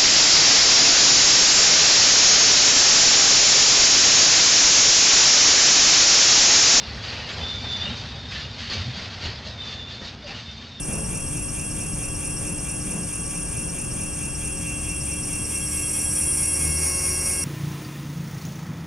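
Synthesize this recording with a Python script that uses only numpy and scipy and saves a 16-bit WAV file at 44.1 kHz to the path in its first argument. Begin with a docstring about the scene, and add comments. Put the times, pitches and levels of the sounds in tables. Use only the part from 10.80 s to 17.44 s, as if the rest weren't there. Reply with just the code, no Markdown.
"""A high whine that throbs 4.5 times a second: a brushless hub motor runs freely on a bench.
Its passing magnets sing a stack of harmonics, which swell as the lobes of the vibrating shell turn by.
The switching of the coils rasps and rings in the housing's resonances; something rubs once a turn.
A hand-held microphone moves from the display past the handlebar towards the fork,
over the rumble and hum of a workshop and a few dull rubs of the hand."""
import sys
import numpy as np
from scipy import signal
from scipy.fft import rfft, irfft
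from scipy.io import wavfile
from scipy.ndimage import map_coordinates

SR = 44100
rng = np.random.default_rng(int(sys.argv[2]) if len(sys.argv) > 2 else 0)


def wav_out(sig):
    """Save sig, one row per channel (or a flat mono array), as 16-bit PCM at SR to the path in sys.argv[1]."""
    wavfile.write(sys.argv[1], SR, np.round(np.clip(np.atleast_2d(sig).T, -1, 1) * 32767).astype(np.int16))


N = 292824
TIME = np.arange(N) / SR
FREQS = np.maximum(np.fft.rfftfreq(N, 1 / SR), 1)
SIDES = np.array([[1], [-1]])
TURN_HZ, MAGNETS, WHINE_ORDER = 4.5435, 40, 15
MAGNET_HZ = TURN_HZ * MAGNETS  # an order is a multiple of this rate

# path of the microphone: time_s, place (0 display, 1 handlebar, 2 fork)
MIC_PATH = [(0, 0.16), (3.4, 0.14), (4.0, 0.21), (4.5, 0.36), (5.0, 0.83), (5.4, 1.02), (5.8, 1.42),
            (6.1, 1.9), (6.64, 1.68)]
# standing waves of the main whine along the path: time_s, relative_level_db
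WHINE_LEVELS = [(0.0, -42.5), (3.1, -43.5), (3.65, -41.0), (3.95, -36.5), (4.45, -40.5), (5.05, -40),
                (5.3, -43.5), (5.75, -39.5), (6.64, -40.5)]
# other magnetic tones: order (rounded for the pitch), display_db, handlebar_db, fork_db
MAGNET_TONES = [(2, -71.5, -51, -42.5), (3, -52.5, -53.5, -48.5), (6, -77, -60, -48.5),
                (7, -79, -58.5, -64), (8, -61.5, -73, -73), (9, -54.5, -49.5, -48), (11, -67, -65, -56),
                (12.03, -65, -49, -41.5), (13, -56, -58.5, -74), (14, -59, -53.5, -57), (16, -62, -65, -62),
                (18, -58, -49.5, -61), (24, -86, -65, -53), (25, -92, -68, -61), (26, -70, -65, -55),
                (27, -63.5, -66, -51.5), (29, -82, -61, -43.5), (29.6, -51, -48, -48),
                (31, -51.5, -38, -36.5), (32, -66, -61, -44), (33, -57, -71, -47), (34, -80, -60, -61),
                (36, -50.5, -62, -42.5)]
# radiation lobes of the shell: centre_hz, reach_hz, swells_per_turn, depth_db, peak_share_of_swell
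SHELL_LOBES = [(2456, 310, 1, 5, 0.6), (3270, 200, 2, 8.5, 0.9), (5680, 270, 2, 2, 0.38),
               (5680, 270, 4, 5.4, .6), (6760, 600, 1, 2.5, 0.53), (7500, 300, 6, 1.5, .07),
               (8000, 600, 8, 1.3, 0.61), (10200, 250, 8, 4.5, .83)]
# close pair of sharp resonances, the shrill ring: pitch_hz, width_hz
RING_MODES = [(9103, 15), (9141, 32)]
# the ring along the path: time_s, level_db
RING_LEVELS = [(0, -39.5), (3.7, -36), (3.9, -42), (4.1, -35), (4.75, -36.0), (5.0, -43), (5.5, -28),
               (5.85, -34.5), (6.64, -35)]
# housing resonances, with relative levels: pitch_hz, width_hz, display_db, handlebar_db, fork_db
HOUSING_MODES = [(2391, 106, -59, -55, -52), (2580, 217, -54, -56, -59), (5591, 261, -50, -44, -38),
                 (6108, 132, -53, -48, -71), (6490, 280, -51, -56, -47), (7223, 182, -52, -43, -45),
                 (7632, 82, -51, -41, -50), (8164, 163, -42, -36, -37), (8350, 152, -43, -32, -39),
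                 (8703, 96, -53, -44, -58), (9481, 280, -49, -37, -30), (9788, 272, -52, -42, -39),
                 (10209, 131, -44, -30, -39)]
# whistle of the top resonance along the path: time_s, gain_db
WHISTLE_GAINS = [(0, 2.5), (2.6, 0.5), (4.0, -2), (5.1, -1.7), (5.75, 4), (6.1, 0.5), (6.64, -2)]
# filter of the rasp between the resonances: frequency_hz, display_db, handlebar_db, fork_db
RASP_SPECTRA = [(600, -88, -84, -78), (1900, -86, -83, -80), (2750, -83, -79, -77), (3100, -85, -86, -91),
                (4000, -93, -90, -88), (4700, -89, -82, -78), (6000, -84, -79, -74), (7800, -84, -78, -77),
                (9000, -82, -72, -68), (10500, -79, -69, -65), (11100, -88, -78, -75),
                (12500, -92, -76, -77), (14000, -98, -85, -81)]
# spectral shape of the workshop rumble: frequency_hz, gain_db
RUMBLE_SPECTRUM = [(12, -35), (20, 0), (54, 0), (160, 1.5), (247, -6.5), (299, -10.5), (349, -10.5),
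                   (540, -17.5), (606, -18.5), (1050, -22.5), (1140, -23), (1540, -31.5), (1660, -33),
                   (1900, -29.5), (2470, -62), (4180, -120)]
# steady workshop hums: pitch_hz, level_db
HUM_TONES = [(298.8, -42.5), (1146, -55.5), (361, -64)]
# low climbing drone: time_s, pitch_hz, level_db
DRONE_GLIDE = [(0, 52, -39), (2.5, 58.03, -49), (3.7, 66.05, -39.5), (4.5, 72, -42), (5.3, 76, -38.5),
               (6, 78.6, -33.5), (6.64, 80, -38.5)]
# rubs of the hand: centre_s, half_width_s, level_db
HAND_RUBS = [(0.13, 0.078, -31.5), (0.282, 0.13, -35.5), (1.2, 0.049, -40), (1.63, 0.27, -40),
             (2.157, 0.083, -34)]


def motor(place):
    """Synchronous excitation: whine, ring, rasp and swish all follow one slightly wavering rotation."""
    turns = np.cumsum(TURN_HZ * (1 + .00012 * walk(3))) / SR
    tones = magnet_whine(turns, place)
    bursts = coil_switching(turns)
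    resonances = shrill_ring(turns, bursts) + housing(turns, place, bursts)
    return tones + resonances + rasp(turns, place, bursts) + swish(turns, place)


def magnet_whine(turns, place, trim_db=-0.8, neighbour_share=.9):
    """Harmonic series of the magnet rate; tones near the main whine share its standing waves."""
    whine_db = curves(WHINE_LEVELS)[0]
    tones = undb(whine_db + trim_db) * two_paths(turns, place) * harmonic(turns, WHINE_ORDER)
    standing = undb(neighbour_share * (whine_db - np.mean(whine_db)))
    for order, *db in MAGNET_TONES:
        near = abs(round(order) - WHINE_ORDER) <= 3
        gain = at_place(place, undb(db)) * (standing if near else 1)
        tones = tones + gain * harmonic(turns, order, waver_db=1.33)
    return tones


def harmonic(turns, order, waver_db=.8):
    """Phase modulation: uneven magnets bend a tone's phase, the more so the higher its order."""
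    wobble = 0.25 * (order / WHINE_ORDER) ** 1.53 * walk(40)
    phase = 2 * np.pi * round(order) * MAGNETS * turns + wobble + rng.uniform(0, 2 * np.pi)
    return np.sqrt(2) * np.sin(phase) * throb(turns, order) * undb(waver_db * walk(9.9))


def two_paths(turns, place):
    """Interference of the direct whine with that from the turning shell: long swells, short breaks."""
    share = at_place(place, [.45, .88, .8])
    peak_turn = at_place(place, [.87, .9, 1.1])
    gain = np.abs(1 + share * np.exp(2j * np.pi * (turns - peak_turn))) / np.sqrt(1 + share ** 2)
    return gain ** 0.72  # partly fills the breaks


def throb(turns, order):
    """Rotating directivity: lobes sweep past and swing the gain, less at the fork, where they overlap."""
    angle = np.linspace(0, 1, 512)  # one turn
    db = np.zeros_like(angle)
    for hz, reach_hz, swells, depth_db, peak in SHELL_LOBES:
        share = np.exp(-((order * MAGNET_HZ - hz) / reach_hz) ** 4)
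        db += share * depth_db * np.cos(2 * np.pi * (swells * angle - peak))
    gain = undb(db) / np.sqrt(np.mean(undb(db) ** 2))
    swayed = turns + 0.01 * walk(3)
    facing = (swayed % 1 * len(angle)).astype(int) % len(angle)
    depth = at_place(curves(MIC_PATH)[0], [.9, .92, .55])
    return 1 + depth * (gain[facing] - 1)


def coil_switching(turns, decay_steps=0.56, uneven_db=0.3):
    """Commutation: three decaying bursts per magnet, whose uneven strengths recur every turn."""
    steps = 3 * MAGNETS
    strengths = undb(uneven_db * rng.standard_normal(steps))
    position = turns * steps
    return strengths[position.astype(int) % steps] * np.exp(-(position % 1) / decay_steps)


def force_spectrum(bursts, fresh=0.4, magnet_echo=0.32):
    """Quasi-periodic forcing: a grain repeats each turn, with fresh noise and an echo per magnet."""
    grain = np.resize(rng.standard_normal(int(SR / TURN_HZ)), N)
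    force = bursts * (grain + fresh * rng.standard_normal(N))
    return rfft(force) / (1 - magnet_echo * np.exp(-2j * np.pi * FREQS / MAGNET_HZ))


def resonate(bursts, hz, width_hz):
    """Forced resonance: the switching drives one steep-sided mode of the shell; rms 1."""
    detuning = (FREQS / hz - hz / FREQS) * hz / width_hz
    return unit(irfft(force_spectrum(bursts) / (1 + 1j * detuning) ** 2, N))


def shrill_ring(turns, bursts):
    """Beating: two close resonances sound together, so their ring flutters."""
    pair = unit(sum(resonate(bursts, hz, width_hz) for hz, width_hz in RING_MODES))
    return undb(curves(RING_LEVELS)[0]) * pair * throb(turns, RING_MODES[0][0] / MAGNET_HZ)


def housing(turns, place, bursts, trim_db=0.64):
    """Modal superposition: the housing's resonances add, the top one whistling louder and softer."""
    modes = [undb(at_place(place, db)) * resonate(bursts, hz, width_hz) * throb(turns, hz / MAGNET_HZ)
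             for hz, width_hz, *db in HOUSING_MODES]
    modes[-1] *= undb(curves(WHISTLE_GAINS)[0])
    return undb(trim_db) * sum(modes)


def rasp(turns, place, bursts, swell_db=1.7, trim_db=1.0):
    """Broadband response: the switching also sounds between the resonances, swelling once a turn."""
    hz, *spectra = np.transpose(RASP_SPECTRA)
    drive = unit(irfft(force_spectrum(bursts), N)) * np.sqrt(SR / 2)  # mean power 1 per Hz
    noise = sum(np.maximum(1 - abs(place - k), 0) * colour(drive, hz, db) for k, db in enumerate(spectra))
    return noise * undb(trim_db + swell_db * np.cos(2 * np.pi * (turns - .5)))


def swish(turns, place, start_hz=2340, rise_hz=520, width_hz=300):
    """Friction noise: once a turn a rub starts sharply, and its narrow band climbs and fades."""
    age_turns = (turns - .34) % 1
    swell = np.minimum(age_turns / .04, 1) * np.exp(-(age_turns / .42) ** 2)
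    phase = 2 * np.pi * np.cumsum(start_hz + rise_hz * age_turns) / SR
    a, b = (shaped_noise([1, width_hz / 2, 2 * width_hz], [0, 0, -70]) for _ in range(2))
    band = a * np.cos(phase) + b * np.sin(phase)
    return undb(at_place(place, [-52, -50, -48])) * swell * band


def direct_sound(x, place):
    """Arrival-time difference: a shrinking lag on the left draws the motor from the right to ahead."""
    lag_samples = at_place(place, [1.2, .5, .35])
    left = map_coordinates(x, [np.arange(N) - lag_samples], order=5, mode="nearest")
    # off axis, the camera's body colours the left channel
    aside = np.maximum(1 - place, 0)
    coloured = colour(left, [1, 2700, 5600, 9000, 12000], [-1, -1.4, -0.097, 2.1, -0.18])
    return np.array([(1 - aside) * left + aside * coloured, x])


def reflections(x, t60_s=0.36, gain_db=-10):
    """Reverberation: a short, faint, bright room tail that widens the treble."""
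    t = TIME[:SR // 4]
    tails = rng.standard_normal((2, len(t))) * np.exp(-np.log(1000) * t / t60_s)
    tails /= np.sqrt(np.sum(tails ** 2, axis=1, keepdims=True))
    bright = colour(x, [1, 5000, 8000], [-9, -8, 0])
    return undb(gain_db) * signal.fftconvolve(bright[None], tails, axes=1)[:, :N]


def rumble(place):
    """Partial coherence: low room noise, nearly alike in both ears in the bass."""
    mid, side = (shaped_noise(*np.transpose(RUMBLE_SPECTRUM)) for _ in range(2))
    side = colour(side, [10, 100, 250, 550, 1800], [-3, -17.5, -5.5, -1.0, 2])
    noise = (mid + SIDES * side) * undb(-32.5 + 0.71 * walk(4.77))
    # towards the fork the boom thins and the middle opens up
    boom = colour(noise, [1, 200, 450], [0, 0, -20])
    middle = noise - boom
    return boom * undb(at_place(place, [-.5, -3, -4])) + middle * undb(at_place(place, [-1, -.5, 1.5]))


def hum(place):
    """Pure tones, lightly modulated in level and phase, that sink away near the fork."""
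    tones = sum(undb(db + 1.8 * walk(7.4)) * np.sin(2 * np.pi * hz * TIME + 0.14 * walk(5.2))
                for hz, db in HUM_TONES)
    return np.sqrt(2) * tones * undb(at_place(place, [-1, 0, -5.5]))


def drone():
    """Frequency glide: a low fundamental and its octave climb together."""
    hz, db = curves(DRONE_GLIDE)
    phase = 2 * np.pi * np.cumsum(hz) / SR + 0.29 * walk(11)
    return np.sqrt(2) * undb(db + 2.9 * walk(8)) * (np.sin(phase) + undb(-8.5) * np.sin(2 * phase))


def workshop(place):
    """Level difference between the ears sets the bass of the background a little to the left."""
    left, right = rumble(place) + hum(place) + drone()
    hz = [1, 140, 320]
    return np.array([colour(left, hz, [1.4, 1.4, -.3]), colour(right, hz, [-1.3, -1.3, .3])])


def hand_rubs():
    """Structure-borne sound: the hand's rubbing comes dulled through the camera's body."""
    swell = sum(undb(db) * np.exp(-((TIME - s) / half_width_s) ** 2) for s, half_width_s, db in HAND_RUBS)
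    mid, side = colour(rng.standard_normal((2, N)), [60, 160, 260, 450, 900, 2000, 6000],
                       [-35, 5, -9.5, -11, -21.5, -30.5, -51])
    return swell * unit(mid + 0.17 * SIDES * side)


def undb(db):
    """Decibels to amplitude ratio."""
    return 10 ** (np.asarray(db) / 20)


def unit(x):
    """Normalisation to rms 1."""
    return x / np.std(x)


def curves(table):
    """Linear interpolation of each column over time."""
    s, *columns = np.transpose(table)
    return [np.interp(TIME, s, c) for c in columns]


def at_place(place, values):
    """Linear interpolation between display, handlebar and fork."""
    return np.interp(place, np.arange(len(values)), values)


def walk(rate_hz):
    """Slow random fluctuation with a spread near 1."""
    knots = rng.standard_normal(N // 100)
    return np.interp(TIME * rate_hz, np.arange(len(knots)), knots)


def colour(x, hz, db):
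    """Zero-phase filtering by a curve of dB over log frequency."""
    return irfft(rfft(x) * undb(np.interp(np.log(FREQS), np.log(hz), db, left=-200)), N)


def shaped_noise(hz, db):
    """Spectral shaping of white noise; rms 1."""
    return unit(colour(rng.standard_normal(N), hz, db))


def scene():
    """Superposition of motor, reflections, workshop and hand at the moving microphone."""
    place = curves(MIC_PATH)[0]
    source = motor(place)
    return direct_sound(source, place) + reflections(source) + workshop(place) + hand_rubs()


def record(dry, notch_hz=4000, notch_half_width_hz=150, top_hz=13700):
    """Band limiting: the camera has a narrow notch in the treble and cuts the top."""
    notch = 1 - np.exp(-((FREQS - notch_hz) / notch_half_width_hz) ** 4)
    lowpass = signal.ellip(8, .2, 70, top_hz, fs=SR, output="sos")
    return signal.sosfilt(lowpass, irfft(rfft(dry) * notch, N))


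dry = scene()
out = record(dry)
wav_out(out)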